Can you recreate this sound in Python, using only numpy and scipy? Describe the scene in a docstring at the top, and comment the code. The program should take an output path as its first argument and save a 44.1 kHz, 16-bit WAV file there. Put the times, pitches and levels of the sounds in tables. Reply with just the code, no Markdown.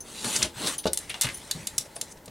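"""Paper trimmer on a craft table

Close by, the blade carriage of a plastic trimmer scrapes through card, up and back, and friction makes
the deck rumble. Impacts excite the modes of the clear guard rail and the deck as the rail clicks, knocks
and is swung open. Fingers slide the cut strips, hands bump the table and a bracelet charm tinkles.
A small, quiet room answers with a short reverberation."""
import sys
import numpy as np
from scipy import signal
from scipy.fft import rfft, irfft, next_fast_len
from scipy.io import wavfile
from scipy.ndimage import uniform_filter1d, map_coordinates

SR = 44100
rng = np.random.default_rng(int(sys.argv[2]) if len(sys.argv) > 2 else 0)


def pcm_store(signal):
    """Save signal as 16-bit PCM."""
    levels = np.round(np.clip(np.atleast_2d(signal), -1, 1) * 32767)
    wavfile.write(sys.argv[1], SR, levels.astype(np.int16).T)


N = 101429

# normal modes of the guard rail and of the deck (frequency [Hz], level [dB], t60 [s])
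RAIL_MODES = [(2080, 3, 0.057), (2850, 3.5, 0.065), (3570, 3, 0.1), (4030, 2.5, 0.085), (4536, 1.5, .045),
              (5660, 4, 0.038), (6400, 1.5, 0.023), (7035, 0.5, 0.041), (7420, 2, 0.021), (7720, -9, 0.017),
              (9160, 4, .035), (9930, -1, 0.032)]
DECK_MODES = [(74.2, -23.5, 0.62), (147, -22, 0.11), (227, -2.5, 0.083), (294, -4.5, 0.079),
              (350.5, -5, 0.068), (441, -2.5, 0.043), (536, -4.5, 0.065), (614, 1, 0.051),
              (853, -0.5, 0.06), (1166, 2.5, 0.044), (1488, -7, 0.11)]
# spectrum of the reflections that give width (frequency [Hz], gain [dB])
REFLECTION_SPECTRUM = [(100, -27), (400, 1), (1300, 4.5), (4000, 0), (9000, -0.5), (15000, -17.5)]


def carriage():
    """Forced vibration: each stroke scrapes the card and drives the deck's resonances."""
    # envelopes of the two strokes (time [s], scrape level [dB], rumble level [dB])
    push = [(.04, -55, -51.5), (.07, -48.5, -51), (.125, -46, -54.5), (.174, -40.5, -54.5),
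            (.24, -37.5, -43.5), (.256, -31, -34.5), (.32, -32, -43), (.36, -27, -37.5), (.385, -32.5, -44),
            (.415, -33.5, -40), (.455, -38, -36), (.48, -50, -47), (.53, -62, -61)]
    pull = [(.53, -56.5, -76), (.578, -39, -48.5), (.62, -36, -36.5), (.66, -31.5, -34), (.683, -24, -37),
            (.70, -32, -40), (.74, -35.5, -72), (.775, -53.5, -42.5)]
    # spectra of the two scrapes and of the deck's rumble (frequency [Hz], level [dB])
    push_spectrum = [(300, -40), (1000, 0), (2500, 2.5), (4000, 7), (5300, -0.5), (7000, 4.5), (9800, 6.5),
                     (12000, -6), (15500, -17)]
    pull_spectrum = [(300, -3.5), (1000, 4), (2500, 3.5), (3700, 5.5), (5300, 1), (8000, 3), (10000, -0.5),
                     (12000, -8.5), (15500, -17)]
    rumble_spectrum = [(25, -27), (70, -6), (125, -5.5), (220, 6), (320, 0), (550, -2.5), (900, -0.5),
                       (1600, -9), (4000, -31)]

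    def deck_db(f):
        peaks = sum(1.3 / (1 + ((f - hz) / 14) ** 2) for hz, _, _ in DECK_MODES)
        return along(rumble_spectrum, f) + 20 * np.log10(1 + peaks)

    out = np.zeros(N)
    for stroke, spectrum in (push, push_spectrum), (pull, pull_spectrum):
        scrape, rumble = envelopes(stroke)
        out += scrape * friction(spectrum, ring_db=-19) + rumble * noise(deck_db, N)
    return out


def friction(spectrum, ring_db):
    """Roughness noise: card fibres rub and excite the rail; the colour shifts as the contact moves."""
    def rail_db(f):
        peaks = sum(amp(ring_db + db) / (1 + ((f - hz) * t60 / 4) ** 2) for hz, db, t60 in RAIL_MODES)
        return 20 * np.log10(1 + peaks)

    spectrogram = signal.stft(grains(N, depth_db=2, per_s=1500), nperseg=512)[2]
    patches = uniform_filter1d(rng.standard_normal(spectrogram.shape), size=4, axis=0)
    patches_db = 3 * unit(uniform_filter1d(patches, size=9, axis=1))
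    rub = signal.istft(spectrogram * amp(patches_db), nperseg=512)[1][:N]
    return unit(coloured(rub, lambda f: along(spectrum, f) + rail_db(f)))


def rail_clicks():
    """Impact excitation: hard plastic chatters for milliseconds, then the rail's modes ring freely."""
    # clicks (time [s], level [dB], chatter [s], centre [Hz], width [octaves], favoured frequency [Hz])
    clicks = [(0.4278, -14.5, 0.0011, 6200, 0.41, 6600), (.6715, -23.5, .0005, 4850, 0.28, 3570),
              (0.8556, -32, 0.0019, 1700, 1.6, 2850), (.8665, -29, .002, 1000, 0.48, 2850),
              (0.9326, -20.5, .0015, 9900, 0.59, 9300), (.944, -34.5, 0.0023, 10000, 1.5, 9160),
              (.974, -20, 0.00084, 8950, 0.82, 7420), (.988, -32, 0.0018, 8340, .54, 9160),
              (1.096, -34.5, 0.0032, 10000, 0.15, 9930), (1.112, -39, 0.00077, 2600, 0.54, 2850),
              (1.1425, -31, .0007, 2480, 0.87, 2850), (1.2117, -16.5, 0.0017, 8200, 0.78, 7420),
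              (1.2182, -19, 0.0022, 8100, 0.82, 7420), (1.224, -26, 0.0041, 4500, 1.1, 5050),
              (1.2332, -26.5, 0.0035, 8000, 3.1, 9930), (1.2525, -29, 0.0019, 2180, 1.3, 2850),
              (1.2678, -30, 0.0029, 1980, 0.45, 2850), (1.2878, -30.5, 0.0011, 1900, 1, 2080),
              (1.3016, -43, .0005, 5000, 0.66, 6400), (1.512, -21, .0019, 7500, 1.05, 4400),
              (1.6708, -22.5, 0.0019, 6700, 0.85, 7300), (1.781, -18.5, 0.0034, 9100, 0.91, 5660),
              (2.0126, -25.5, .003, 6400, 0.8, 7500), (2.258, -42, 0.0029, 9000, .96, 7420)]
    # spectrum of the contact noise (frequency [Hz], level [dB])
    crack_spectrum = [(200, -18), (700, 0.5), (1400, 2), (2400, 1), (3700, 5.5), (5000, 4), (7000, 3),
                      (10000, 5.5), (12500, -2), (15500, -11)]
    rail_db = lambda f: 3.5 * sum(np.exp(-((f - hz) / 52) ** 2) for hz, _, _ in RAIL_MODES)
    out, t = np.zeros(N), event_time()
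    for start, db, chatter, centre_hz, octaves, favoured_hz in clicks:
        crack_db = lambda f: along(crack_spectrum, f) + bell(f, centre_hz, octaves) + rail_db(f)
        crack = noise(crack_db, len(t)) * decay(t - chatter, t60=0.02)
        ring = np.zeros(len(t))
        for hz, mode_db, t60 in RAIL_MODES:
            lift_db = 10.5 * np.exp(-((hz - favoured_hz) / 490) ** 2)
            gain = amp(mode_db + bell(hz, centre_hz, octaves) + lift_db + rng.normal(0, 0.5))
            cycles = hz * t + rng.random() + 0.0085 * random_walk(len(t))
            ring += gain * decay(t, t60) * np.sin(2 * np.pi * cycles)
        add(out, start, amp(db) * (crack + amp(-16.5) * ring))
    return out


def deck_knocks():
    """Modal response: a knock gives a dead slap and rings the deck; longer contact is duller."""
    # knocks of the rail and hands (time [s], level [dB], contact time [s])
    knocks = [(.856, -18, 0.0011), (.8675, -19, 0.0012), (1.2525, -40.5, .0005), (2.028, -45, 0.00079),
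              (2.279, -44, 0.00053)]
    out, t = np.zeros(N), event_time()
    slap = amp(7.5) * np.sin(2 * np.pi * 500 * t) * decay(t, t60=0.014)
    for start, db, contact in knocks:
        ring = np.zeros(len(t))
        for hz, mode_db, t60 in DECK_MODES:
            gain = amp(mode_db + rng.normal(0, 1)) / (1 + (hz * contact) ** 2)
            ring += gain * decay(t, t60) * np.sin(2 * np.pi * hz * t)
        add(out, start, amp(db) * (0.64 * ring + 1.6 * slap) * attack(t, contact))
    return out


def card_strips():
    """Sliding friction: cut strips hiss over the deck and catch in short stick-slip scuffs."""
    # envelope of the sliding (time [s], level [dB])
    slide = [(.92, -52.5), (.99, -52), (1.03, -44), (1.07, -50), (1.19, -50.5), (1.33, -46.5), (1.45, -49),
             (1.6, -44.5), (1.66, -49.5), (1.76, -50.5), (1.85, -57), (1.92, -55), (2.05, -54), (2.11, -52),
             (2.14, -91), (2.175, -50), (2.22, -92), (2.3, -76)]
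    # spectrum of the sliding (frequency [Hz], level [dB])
    slide_spectrum = [(150, 5.5), (600, -3), (1200, -2.5), (1900, 1), (2600, -4), (4000, -1), (6000, -5),
                      (9000, -2.5), (12000, -14), (15500, -48)]
    # scuffs (peak time [s], level [dB], half rise time [s], t60 [s], centre [Hz], width [octaves])
    scuffs = [(0.247, -25.5, 0.0031, 0.024, 6000, 9.3), (.364, -20, 0.0049, 0.036, 6360, 0.34),
              (0.421, -24, 0.0016, 0.15, 2900, 0.68), (.789, -37.5, 0.004, 0.074, 4050, 0.37),
              (.843, -38, 0.0081, 0.052, 3570, 0.78), (0.875, -26, 0.0052, 0.046, 4030, 0.38),
              (1.102, -30, 0.0072, 0.099, 2520, 0.47), (1.146, -45.5, 0.0037, 0.42, 2320, 0.64),
              (1.245, -27.5, 0.0084, 0.11, 2230, 1.6), (1.273, -33, 0.0034, 0.1, 1690, 0.56),
              (1.291, -36, .003, 0.12, 1960, 0.55), (1.149, -43.5, .015, 0.27, 840, 0.33),
              (1.32, -39.5, 0.011, 0.044, 593, 0.37), (1.809, -37, 0.0084, 0.088, 6360, 0.89),
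              (1.86, -45.5, .012, 0.07, 600, 0.28), (1.966, -36.5, 0.0045, 0.053, 690, 0.38),
              (1.966, -34.5, 0.0089, 0.027, 9650, 0.13), (2.126, -40.5, 0.017, 0.018, 7200, 0.38),
              (2.281, -43, 0.0022, 0.025, 3260, 0.71)]
    out, t = envelopes(slide)[0] * friction(slide_spectrum, ring_db=-28), event_time()
    for peak, db, half_rise, t60, hz, octaves in scuffs:
        rise = 2 * half_rise
        stick_slip = grains(len(t), depth_db=1.5, per_s=470)
        scuff_db = lambda f: bell(f, hz, octaves) + along([(10000, 2), (15500, -22)], f)
        envelope = np.minimum(t / rise, 1) ** 2 * decay(t - rise, t60)
        add(out, peak - rise, amp(db) * unit(coloured(stick_slip, scuff_db)) * envelope)
    return out


def table_thuds():
    """Damped oscillation: soft bumps swing the table for a few cycles, with a band of low noise."""
    # bumps of the hands and trimmer (time [s], level [dB], frequency [Hz])
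    thuds = [(0.25, -30, 124), (0.255, -25.5, 224), (0.391, -28, 126), (0.564, -31.5, 130),
             (0.43, -25.5, 75), (0.855, -22.5, 211), (1.098, -36.5, 128), (1.239, -34, 124),
             (1.2456, -20.5, 126.5), (1.549, -26.5, 156), (1.593, -33, 145), (1.61, -33, 134),
             (1.782, -39, 136), (1.977, -42.5, 146), (2.28, -34.5, 125)]
    out, t = np.zeros(N), event_time()
    for start, db, hz in thuds:
        def band_db(f):
            octaves = np.log2((f + 1) / hz)
            return -6 * (octaves / 0.93) ** 2 / (1 + abs(octaves))

        body = noise(band_db, len(t)) * decay(t, t60=0.15) * attack(t, rise_s=0.017)
        swing = np.sin(2 * np.pi * hz * t) * decay(t, t60=0.069) * attack(t, rise_s=0.01)
        add(out, start, amp(db) * (amp(4.5) * swing + amp(-7.5) * body))
    return out


def charm():
    """Beating: a tiny metal charm rings in three high modes, each against a weaker, detuned twin."""
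    # tinkles (time [s], level [dB], extra gain of the lowest mode [dB])
    tinkles = [(.005, -37.5, 1.5), (.781, -26.5, -8), (1.334, -43, -21), (1.3436, -33, -7),
               (1.371, -38.5, -11)]
    # normal modes of the charm (frequency [Hz], level [dB], t60 [s])
    modes = [(6190, 0, .1), (9775, 1, .088), (14100, -16, .135)]
    split_hz, twin_db, gain_db = 75, -19, 2
    out, t = np.zeros(N), event_time()
    for start, db, lowest_db in tinkles:
        for k, (hz, mode_db, t60) in enumerate(modes):
            phase = 2 * np.pi * hz * t + 0.13 * random_walk(len(t))
            pair = np.sin(phase) - amp(twin_db) * np.sin(phase + 2 * np.pi * split_hz * t)
            gain = amp(gain_db + db + mode_db + lowest_db * (k == 0))
            add(out, start, gain * pair * decay(t, t60) * attack(t, rise_s=0.00024))
    return out


def early_reflections(x):
    """Scattering: the table and the things on it return a dense patter of short echoes."""
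    t = event_time()
    taps = rng.standard_normal(len(t)) * decay(t, t60=0.061) * (t > .001)
    echoes = signal.fftconvolve(x, taps / np.linalg.norm(taps))[:N]
    return coloured(echoes, lambda f: along(REFLECTION_SPECTRUM, f))


def reverberation(x):
    """Diffuse field: a short tail of noise in which the treble is absorbed fastest."""
    # reverberation times (frequency [Hz], t60 [s])
    decay_times = [(150, 0.29), (1000, 0.18), (5000, 0.17), (14000, 0.16)]
    hz, t, spectrogram = signal.stft(rng.standard_normal(SR // 2), SR, nperseg=256)
    tail = signal.istft(spectrogram * decay(t, along(decay_times, hz)[:, None]), SR, nperseg=256)[1]
    delayed_tail = np.pad(tail, (SR // 300, 0)) / np.linalg.norm(tail)
    return signal.fftconvolve(x, delayed_tail)[:N]


def room_tone():
    """Stationary noise: a faint, mostly low background."""
    # spectrum of the background (frequency [Hz], level [dB])
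    spectrum = [(18, -74), (30, -5), (192, -5), (324, -6), (561, -6.5), (728, -14.5), (874, -6),
                (1110, -18.5), (2020, -18.5), (2240, -24.5), (15500, -28.5)]
    return amp(-51) * noise(lambda f: along(spectrum, f), N)


def amp(db):
    """Decibels to amplitude ratio."""
    return 10 ** (np.asarray(db) / 20)


def unit(x):
    """Normalisation to rms 1."""
    return x / np.sqrt(np.mean(x ** 2) + 1e-20)


def along(points, hz):
    """Interpolation of (frequency [Hz], value) points on a logarithmic axis."""
    f, values = np.transpose(points)
    return np.interp(np.log(hz + 1), np.log(f + 1), values)


def bell(hz, centre_hz, octaves, skirt_db=-14):
    """Band emphasis in dB: a Gaussian in log frequency that levels out on its skirts."""
    return 20 * np.log10(np.exp(-.5 * (np.log2((hz + 1) / centre_hz) / octaves) ** 2) + amp(skirt_db))


def coloured(x, gain_db):
    """Zero-phase filtering by a dB function of frequency."""
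    size = next_fast_len(x.shape[-1] + SR // 8)
    gain = amp(gain_db(np.fft.rfftfreq(size, 1 / SR)))
    return irfft(rfft(x, size) * gain, size)[..., :x.shape[-1]]


def noise(gain_db, size):
    """Filtered Gaussian noise of rms 1."""
    return unit(coloured(rng.standard_normal(size), gain_db))


def grains(size, depth_db, per_s):
    """Random amplitude modulation: noise whose strength varies from grain to grain."""
    carrier = rng.standard_normal(size)
    strength = map_coordinates(rng.standard_normal(size), [np.arange(size) * per_s / SR])
    return carrier * amp(depth_db * strength)


def random_walk(size):
    """Brownian drift; added to a phase, it broadens the spectral line."""
    return np.cumsum(rng.standard_normal(size))


def envelopes(rows):
    """Gain per sample for each dB column, silent outside the rows' times."""
    times, *columns = np.transpose(rows)
    return [amp(np.interp(np.arange(N) / SR, times, db, left=-120, right=-120)) for db in columns]


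def event_time():
    """Time axis of one transient, in seconds."""
    return np.arange(SR // 4) / SR


def attack(t, rise_s):
    """Exponential approach to 1 with time constant rise_s."""
    return 1 - np.exp(-t / rise_s)


def decay(t, t60):
    """Exponential damping by 60 dB in t60 seconds, held at 1 before t = 0."""
    return np.exp(-np.log(1000) * np.maximum(t, 0) / t60)


def add(track, start_s, x):
    """Superposition of x on the track from start_s."""
    i = max(round(start_s * SR), 0)
    track[i:i + len(x)] += x[:max(N - i, 0)]


def scene():
    """Mid-side stereo: all sources lie just left of centre, and reflections give width."""
    # level bias, added on the left and subtracted on the right (frequency [Hz], gain [dB])
    lean = [(400, 0.5), (4000, .5)]
    reverb_db, early_db, width_db = -11.5, -16, -18
    direct = carriage() + card_strips() + rail_clicks() + deck_knocks() + table_thuds() + charm()
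    mid = direct + amp(reverb_db) * reverberation(direct) + room_tone()
    early = early_reflections(mid)
    late = coloured(reverberation(direct), lambda f: along(REFLECTION_SPECTRUM, f))
    side = amp(early_db) * early + amp(reverb_db + width_db) * late
    left = coloured(mid + side, lambda f: along(lean, f))
    right = coloured(mid - side, lambda f: -along(lean, f))
    return np.array([left, right])


def record(dry):
    """Band limiting: a steep low-pass removes the highest treble."""
    cutoff_hz = 15900
    return coloured(dry, lambda f: np.where(f < cutoff_hz, 0, -100))


dry = scene()
out = record(dry)
pcm_store(out)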